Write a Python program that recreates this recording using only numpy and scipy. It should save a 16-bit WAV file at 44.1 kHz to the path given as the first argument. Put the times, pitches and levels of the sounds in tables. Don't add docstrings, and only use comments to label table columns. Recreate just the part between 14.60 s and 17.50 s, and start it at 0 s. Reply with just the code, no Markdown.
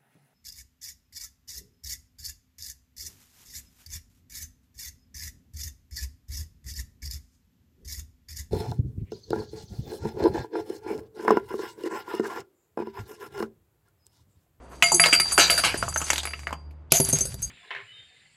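import sys
import numpy as np
from scipy import signal
from scipy.fft import rfft, irfft
from scipy.io import wavfile

SR = 44100
rng = np.random.default_rng(int(sys.argv[2]) if len(sys.argv) > 2 else 0)


def store_pcm(level_fs):
    pcm = np.round(np.clip(level_fs, -1, 1) * 32767).astype(np.int16)
    wavfile.write(sys.argv[1], SR, np.atleast_2d(pcm).T)


def convert_level_to_amplitude(level_db):
    exponent = np.asarray(level_db, float) / 20
    return 10 ** exponent


N = 127890
CONTACT_S, RISE_S = 0.001, 0.001


def rms_one(x):
    return x / np.sqrt(np.mean(x ** 2) + 1e-20)


def in_time(rows):
    s, *columns = np.transpose(rows)
    return [np.interp(np.arange(N) / SR, s, c) for c in columns]


def flutter(per_s):
    knots = np.arange(3 * per_s + 1) / per_s
    return np.interp(np.arange(N) / SR, knots, rng.standard_normal(len(knots)))


def band_pass(x, low_hz, high_hz, order=2):
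    return signal.sosfilt(signal.butter(order, [low_hz, high_hz], "band", fs=SR, output="sos"), x)


def high_pass(x, hz):
    return signal.sosfilt(signal.butter(2, hz, "high", fs=SR, output="sos"), x)


def colour(x, points):
    hz, db = np.transpose(points)
    log_hz = np.log(np.fft.rfftfreq(N, 1 / SR) + 1)
    gain = convert_level_to_amplitude(np.interp(log_hz, np.log(hz), db, left=-70, right=-70))
    return rms_one(irfft(rfft(x) * gain, N))


def ring(clicks, hz, t60):
    r, w = convert_level_to_amplitude(-60 / (t60 * SR)), 2 * np.pi * hz / SR
    return signal.lfilter([0, np.sin(w)], [1, -2 * r * np.cos(w), r * r], clicks + 1e-18)


def grit(per_s, spread_db, smooth):
    sizes = convert_level_to_amplitude(spread_db * np.minimum(rng.exponential(1, N), 4)) * rng.choice([-1, 1], N)
    grains = sizes * (rng.random(N) < per_s / SR)
    return rms_one(grains) + smooth * rng.standard_normal(N)


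def bursts(rows, noise, crack_db):
    out, edges = np.zeros(N), np.geomspace(150, 15000, num=10)
    luck_db = rng.normal(0, 2.5, (len(rows), 9))
    age = np.arange(SR // 3) / SR
    rise, tail_rise = 1 - np.exp(-age / RISE_S), 1 - np.exp(-age / 0.004)
    crack = convert_level_to_amplitude(crack_db - 60 * age / 0.012)
    for k in range(9):
        shape = np.zeros(N + SR)
        for (s, db, t60, hz), chance_db in zip(rows, luck_db[:, k]):
            start = int((s + CONTACT_S) * SR)
            tail = convert_level_to_amplitude(-60 * age / max(t60, 0.01)) * tail_rise
            above_db = 3 * max(np.log2(edges[k] / hz), 0)
            shape[start:start + len(age)] += convert_level_to_amplitude(db + chance_db - above_db) * rise * (tail + crack)
        out += shape[:N] * band_pass(noise, edges[k], edges[k + 1])
    return out


def body(blows, modes, spread_db, db_per_octave, damping=0.96):
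    s, db, blow_hz = np.transpose(blows)
    luck, out = rng.normal(0, 1, (len(s), len(modes))), 0
    for k, (hz, level_db, t60) in enumerate(modes):
        clicks = np.zeros(N)
        far_db = db_per_octave * np.abs(np.log2(blow_hz / hz))
        clicks[((s + CONTACT_S) * SR).astype(int)] = convert_level_to_amplitude(db + level_db + spread_db * luck[:, k] - far_db)
        out = out + ring(clicks, hz, t60 * damping)
    return out


# start_s [s], pitch_hz [Hz], level_db [dB]
ENGINE_COURSE = [(0, 62, -50), (.65, 62, -54), (.75, 66, -44), (1.2, 62, -50), (1.32, 78, -39),
                 (1.5, 72, -43), (2.1, 74, -42), (2.3, 76, -51), (2.9, 62, -46)]


def engine():
    hz, db = in_time(ENGINE_COURSE)
    turn = 2 * np.pi * np.cumsum(hz) / SR
    level = np.sqrt(2) * convert_level_to_amplitude(db + 2.5 * flutter(24))
    return level * (np.sin(turn) + convert_level_to_amplitude(-15) * np.sin(2 * turn))


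# start_s [s], level_db [dB]
WIND_GUSTS = [(0, -59), (1, -46.5), (1.25, -38), (1.45, -52), (2.2, -59), (2.5, -37), (2.9, -44)]


def wind():
    return convert_level_to_amplitude(in_time(WIND_GUSTS)[0]) * rms_one(band_pass(rng.standard_normal(N), 36, 151.5, order=3))


# pitch_hz [Hz], density_db [dB per Hz]
AIR_SPECTRUM = [(90, -12), (300, -3.5), (1000, -11.5), (3000, -30), (9000, -54)]


def air():
    early_db = 16.5 * (1 - np.arange(N) / N * 0.78).clip(0)
    return convert_level_to_amplitude(-67 + early_db) * colour(rng.standard_normal(N), AIR_SPECTRUM)


# start_s [s], level_db [dB]
SLIDE_LEVEL = [(0, -79), (.13, -67), (.2, -68), (.25, -40.5), (.7, -42.5), (1.15, -46.5), (1.56, -48),
               (1.8, -63.5), (1.95, -75.5), (2.05, -99), (2.31, -99), (2.36, -38), (2.9, -63.5)]
# pitch_hz [Hz], density_db [dB per Hz]
RUST_SPECTRUM = [(120, -31.5), (300, -8), (2200, -3), (3900, -6), (6500, -4.5), (12800, -13.5),
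                 (14300, -37)]


def slide():
    level = convert_level_to_amplitude(in_time(SLIDE_LEVEL)[0] + 5 * flutter(25))
    rub = level * colour(grit(900, 3.5, smooth=0.9), RUST_SPECTRUM)
    modes = sum(convert_level_to_amplitude(db) * ring(rub, hz, t60) for hz, (db, t60) in zip(SHELL_MODE_HZ, SHELL_MODES))
    return rub + convert_level_to_amplitude(-27) * modes


# start_s [s], length_s [s],
# level_db [dB], pitch_hz [Hz], width_hz [Hz]
DRAGS = [(0.7926, 0.095, -22, 4005, 610), (.778, 0.026, -20, 457, 440), (.8, 0.072, -24.5, 6170, 499),
         (1.04, 0.072, -30.5, 4050, 560), (.98, 0.032, -32, 670, 130), (1.585, .03, -30, 3460, 940),
         (2.305, 0.03, -41, 3900, 2300), (2.33, 0.08, -21.5, 6500, 790), (2.335, 0.052, -29, 680, 75),
         (.228, 0.07, -23.5, 2145, 30), (.32, .07, -30, 355, 50), (2.33, 0.083, -26, 11200, 2500),
         (2.325, 0.062, -27, 3340, 4200), (2.4, 0.084, -28.5, 10300, 1800),
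         (2.482, 0.038, -25.5, 9600, 1800), (0.045, .05, -57.5, 900, 970), (.11, .055, -46, 730, 1200),
         (.09, .1, -63.5, 10000, 6000)]


def scrapes():
    out, noise = np.zeros(N), grit(2500, 2.9, smooth=0.6)
    for s, length, db, hz, width_hz in DRAGS:
        part = slice(int(s * SR), int((s + length) * SR))
        top_hz = hz + width_hz / 2
        band = band_pass(noise[part], hz ** 2 / top_hz, top_hz)
        swell = np.sin(np.pi * np.linspace(0, 1, len(band)) ** 0.7)
        out[part] += convert_level_to_amplitude(db) * rms_one(band) * swell
    return out


# start_s [s], peak_db [dB], pitch_hz [Hz], grind_db [dB], grind_t60_s [s]
UPPER_HITS = [(0.223, 2.5, 2710, -9.5, 0.049), (0.227, -4.5, 2650, -22, 0.052),
              (0.317, -11.5, 852, -34, 0.056), (0.344, -50, 1300, -72.5, 0.04),
              (0.396, -0.5, 2040, -62, 0.17), (0.4376, -0.5, 2790, -16.5, 0.067),
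              (0.451, -18.5, 2400, -26, 0.033), (0.458, -9.5, 2360, -9.5, 0.068),
              (0.484, -23, 1390, -23.5, 0.065), (0.526, -5.5, 2230, -14.5, 0.12),
              (0.549, -21.5, 2320, -20, .04), (0.598, -9.5, 1960, -15.5, 0.059),
              (0.655, -34, 900, -28, .05), (0.719, -22, 1220, -34, 0.31), (0.777, -5, 1570, -8, 0.094),
              (0.794, -6.5, 2140, -13.5, 0.34), (0.898, -3.5, 2660, -14, 0.15),
              (0.976, -22, 1340, -17.5, 0.14), (1.036, -14, 1064, -14, 0.32),
              (1.049, -16, 2850, -28.5, 0.061)]
# start_s [s], peak_db [dB], pitch_hz [Hz], grind_db [dB]
LOWER_HITS = [(1.141, -20, 455, -19), (1.225, -11, 1272, -27.5), (1.279, -18.5, 1080, -53),
              (1.325, -30.5, 1500, -42), (1.359, -15.5, 1355, -22.5), (1.404, -25, 1270, -47),
              (1.414, -18, 1190, -21), (1.442, -39, 2220, -43), (1.467, -23.5, 4500, -45),
              (1.49, -33, 3300, -45), (1.501, -13, 1520, -14.5), (1.53, -18, 3500, -19),
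              (1.558, -16, 3360, -31.5), (1.579, -13, 3700, -22.5), (1.631, -34, 2060, -27),
              (1.652, -20, 2090, -26.5), (1.672, -19, 2300, -40), (1.707, -31.5, 2220, -40),
              (1.734, -18, 2440, -40), (1.791, -32.5, 2190, -38), (1.832, -35, 2040, -43.5),
              (1.869, -14, 1840, -38.5), (1.891, -29.5, 1490, -45), (1.906, -25.5, 980, -42),
              (1.926, -17.5, 1043, -29), (2.108, -51, 2083, -57.5)]


def knocks():
    out, t = np.zeros(N), np.arange(SR // 5) / SR
    for hits, cycles in ((UPPER_HITS, 10.9), (LOWER_HITS, 7.5)):
        for s, db, hz, *_ in hits:
            push = convert_level_to_amplitude(-29 - 60 * t / 0.08) * rng.standard_normal(len(t))
            push[0] += 1
            soft = ring(push, hz, 1.7 / hz)
            knock = ring(soft, hz, cycles / hz)
            knock -= 0.79 * ring(soft, 0.73 * hz, 3.15 / hz)
            knock -= 0.76 * ring(soft, 1.191 * hz, 0.71 * cycles / hz)
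            out[int((s + CONTACT_S) * SR):][:len(t)] += convert_level_to_amplitude(db) * knock / np.abs(knock).max()
    return out


def grind():
    rows = [(s, db + 4, t60, hz) for s, _, hz, db, t60 in UPPER_HITS]
    rows += [(s, db + 4, 0.067, hz) for s, _, hz, db in LOWER_HITS]
    return bursts(rows, colour(grit(3000, 4.4, smooth=1.0), RUST_SPECTRUM), crack_db=7)


# pitch_hz [Hz], level_db [dB], t60_s [s]
BORE_MODES = [(163, -7, 0.42), (358, -12, 0.18), (686.3, -14, 0.22), (1303, -16.5, 0.13),
              (2172, -16.5, 0.14), (2650, -17, .07), (2928, -19, 0.11)]


def bore():
    upper = body([hit[:3] for hit in UPPER_HITS], BORE_MODES, 3.2, 8)
    return upper + body([hit[:3] for hit in LOWER_HITS], BORE_MODES, 3.7, 8, damping=0.43)


# start_s [s], low_pair_db [dB], high_modes_db [dB], favoured_hz [Hz]
SHELL_STRIKES = [(0.2351, -12.5, -10, 7210), (0.318, -11.5, -5.5, 7030), (0.3442, -21, 0.5, 5900),
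                 (0.398, -10.5, -3, 10500), (0.438, -16, -24, 9420), (0.4617, -13, -22, 9420),
                 (0.5285, -9.5, -6, 7780), (0.5983, -15, -10, 9240), (0.7197, -20, -7.5, 9350),
                 (0.778, -12.5, -6.5, 9170), (0.7952, -14, -6.5, 6090), (0.9016, -11.5, -6.5, 10020),
                 (0.9766, -17, -13, 9260), (1.0454, -20, -8, 7630), (1.1735, -25, -18.5, 9700),
                 (1.285, -28, -18, 7360), (1.34, -48, -21.5, 6260), (1.3742, -52, -9, 6130),
                 (1.415, -52, -25.5, 7030), (1.441, -57, -22, 6220), (1.5327, -50, -25.5, 9650),
                 (1.6534, -27.5, -22, 10730), (1.8698, -43, -39, 6250), (1.925, -44, -46, 6400),
                 (2.3357, -41, -12, 6200), (2.4006, -31, -15.5, 11050), (2.502, -35, -23.5, 6200),
                 (2.5266, -42, -7, 6320), (2.6073, -33, -13, 6240), (2.6532, -40, -18, 9130),
                 (2.8257, -33, -17.5, 6300)]
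SHELL_MODE_HZ = [4680, 4755, 6260, 6480, 7030, 8010, 8065, 8950, 9420, 9475, 10165, 10890, 10965, 11542,
                 12920]
# level_db [dB], t60_s [s]
SHELL_MODES = [(-10, .5), (-10, .5), (-5, .07), (-7, .12), (-6, .12), (-8, .15), (-3, .12), (-12, .06),
               (-6, .16), (-9, .15), (-14, .08), (-6, .2), (-7, .2), (-17, .2), (-18, .3)]
# start_s [s], lower_partner_db [dB]
PAIR_FACING = [(0, 0.5), (.5, -1), (.9, 4), (1.15, -12), (1.25, -23), (1.7, -10), (2.3, -10), (2.4, -3),
               (2.9, -9)]


def shell():
    out, t, times = np.zeros(N), np.arange(N) / SR, np.array(SHELL_STRIKES)[:, 0]
    luck = rng.random((len(SHELL_STRIKES), 15, 2))
    modes = [(hz, *m) for hz, m in zip(SHELL_MODE_HZ, SHELL_MODES)]
    tumble = [convert_level_to_amplitude(3 * flutter(60)) for _ in modes]
    tumble[0] = tumble[0] * convert_level_to_amplitude(in_time(PAIR_FACING)[0])
    wander_rad = [flutter(60) for _ in modes]
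    spit = high_pass(rng.standard_normal(N), 5500)
    for row, (s, low_db, high_db, spot_hz) in enumerate(SHELL_STRIKES):
        part = slice(int(s * SR), int((s + 0.36) * SR))
        age = t[part] - s
        later = (np.searchsorted(times, t[part]) - row - 1).clip(0)
        left = convert_level_to_amplitude(-10 * later) * (1 - np.exp(-age / RISE_S))
        out[part] += left * convert_level_to_amplitude(high_db - 21 - 60 * age / 0.05) * spit[part]
        for k, ((hz, mode_db, t60), (chance, phase)) in enumerate(zip(modes, luck[row])):
            off_hz = hz - spot_hz
            far_db = 13 * (1 - np.exp(-(off_hz / 317) ** 2)) + abs(off_hz) / 1000
            db = low_db if k < 2 else high_db - far_db + 10 * (chance - 0.5)
            size = convert_level_to_amplitude(db + mode_db - 60 * age / t60)
            wave = np.sin(2 * np.pi * (hz * age + phase) + wander_rad[k][part])
            out[part] += left * size * tumble[k][part] * wave
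    return out


def echoes(x):
    t = np.arange(SR // 2) / SR
    tail = signal.lfilter([0.3], [1, -0.7], rng.standard_normal(len(t))) * convert_level_to_amplitude(-60 * t / 0.25)
    return convert_level_to_amplitude(-19) * signal.fftconvolve(x, tail / np.sqrt(np.sum(tail ** 2)))[:N]


# start_s [s], thud_db [dB], thud_hz [Hz], crunch_db [dB], crunch_t60_s [s]
GRAVEL_LANDINGS = [
    (2.319, -15.5, 700, -9, 0.037),
    (2.399, -14, 405, -17.5, 0.058),
    (2.448, -37, 500, -29, .03),
    (2.487, -27.5, 400, -29, 0.094),
    (2.531, -18, 262, -23, .03),
    (2.586, -41, 550, -29.5, 0.12),
    (2.608, -30.5, 390, -39, 0.054),
    (2.652, -41, 400, -33.5, 0.24),
    (2.741, -37.5, 586, -42, 0.059),
    (2.818, -54, 500, -37, 0.14),
]
# pitch_hz [Hz], level_db [dB], t60_s [s]
GROUND_MODES = [(150, 0, .13), (260, -3, .04), (390, -7, .12), (530, -4, .04), (660, -6, .07),
                (900, -1, .03)]
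# pitch_hz [Hz], density_db [dB per Hz]
STONE_SPECTRUM = [(470, -4), (800, -20), (3570, -18), (6350, -7.5), (8470, -14.5), (10600, -10.5),
                  (14000, -23)]


def gravel():
    rows = [(s, db + 2.5, t60, 15000) for s, _, _, db, t60 in GRAVEL_LANDINGS]
    crunch = bursts(rows, colour(grit(1800, 2.8, smooth=0.32), STONE_SPECTRUM), crack_db=14)
    thud = body([landing[:3] for landing in GRAVEL_LANDINGS], GROUND_MODES, 1, 4)
    return crunch + convert_level_to_amplitude(3.5) * signal.lfilter(*signal.butter(2, 600, fs=SR), thud)


def scene():
    pipe = knocks() + grind() + bore()
    blows = high_pass(scrapes() + pipe + shell() + gravel(), 110)
    background = engine() + wind() + air()
    return (background + slide() + blows + echoes(blows))[None]


def roll_off(x):
    return signal.sosfilt(signal.butter(12, 14350, fs=SR, output="sos"), x)


def record(dry):
    rounded = 0.95 * np.tanh(dry / 0.95)
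    cut = signal.sosfilt(signal.cheby2(10, 50, 14400, fs=SR, output="sos"), rounded)
    return roll_off(cut)


dry = scene()
out = record(dry)
store_pcm(out)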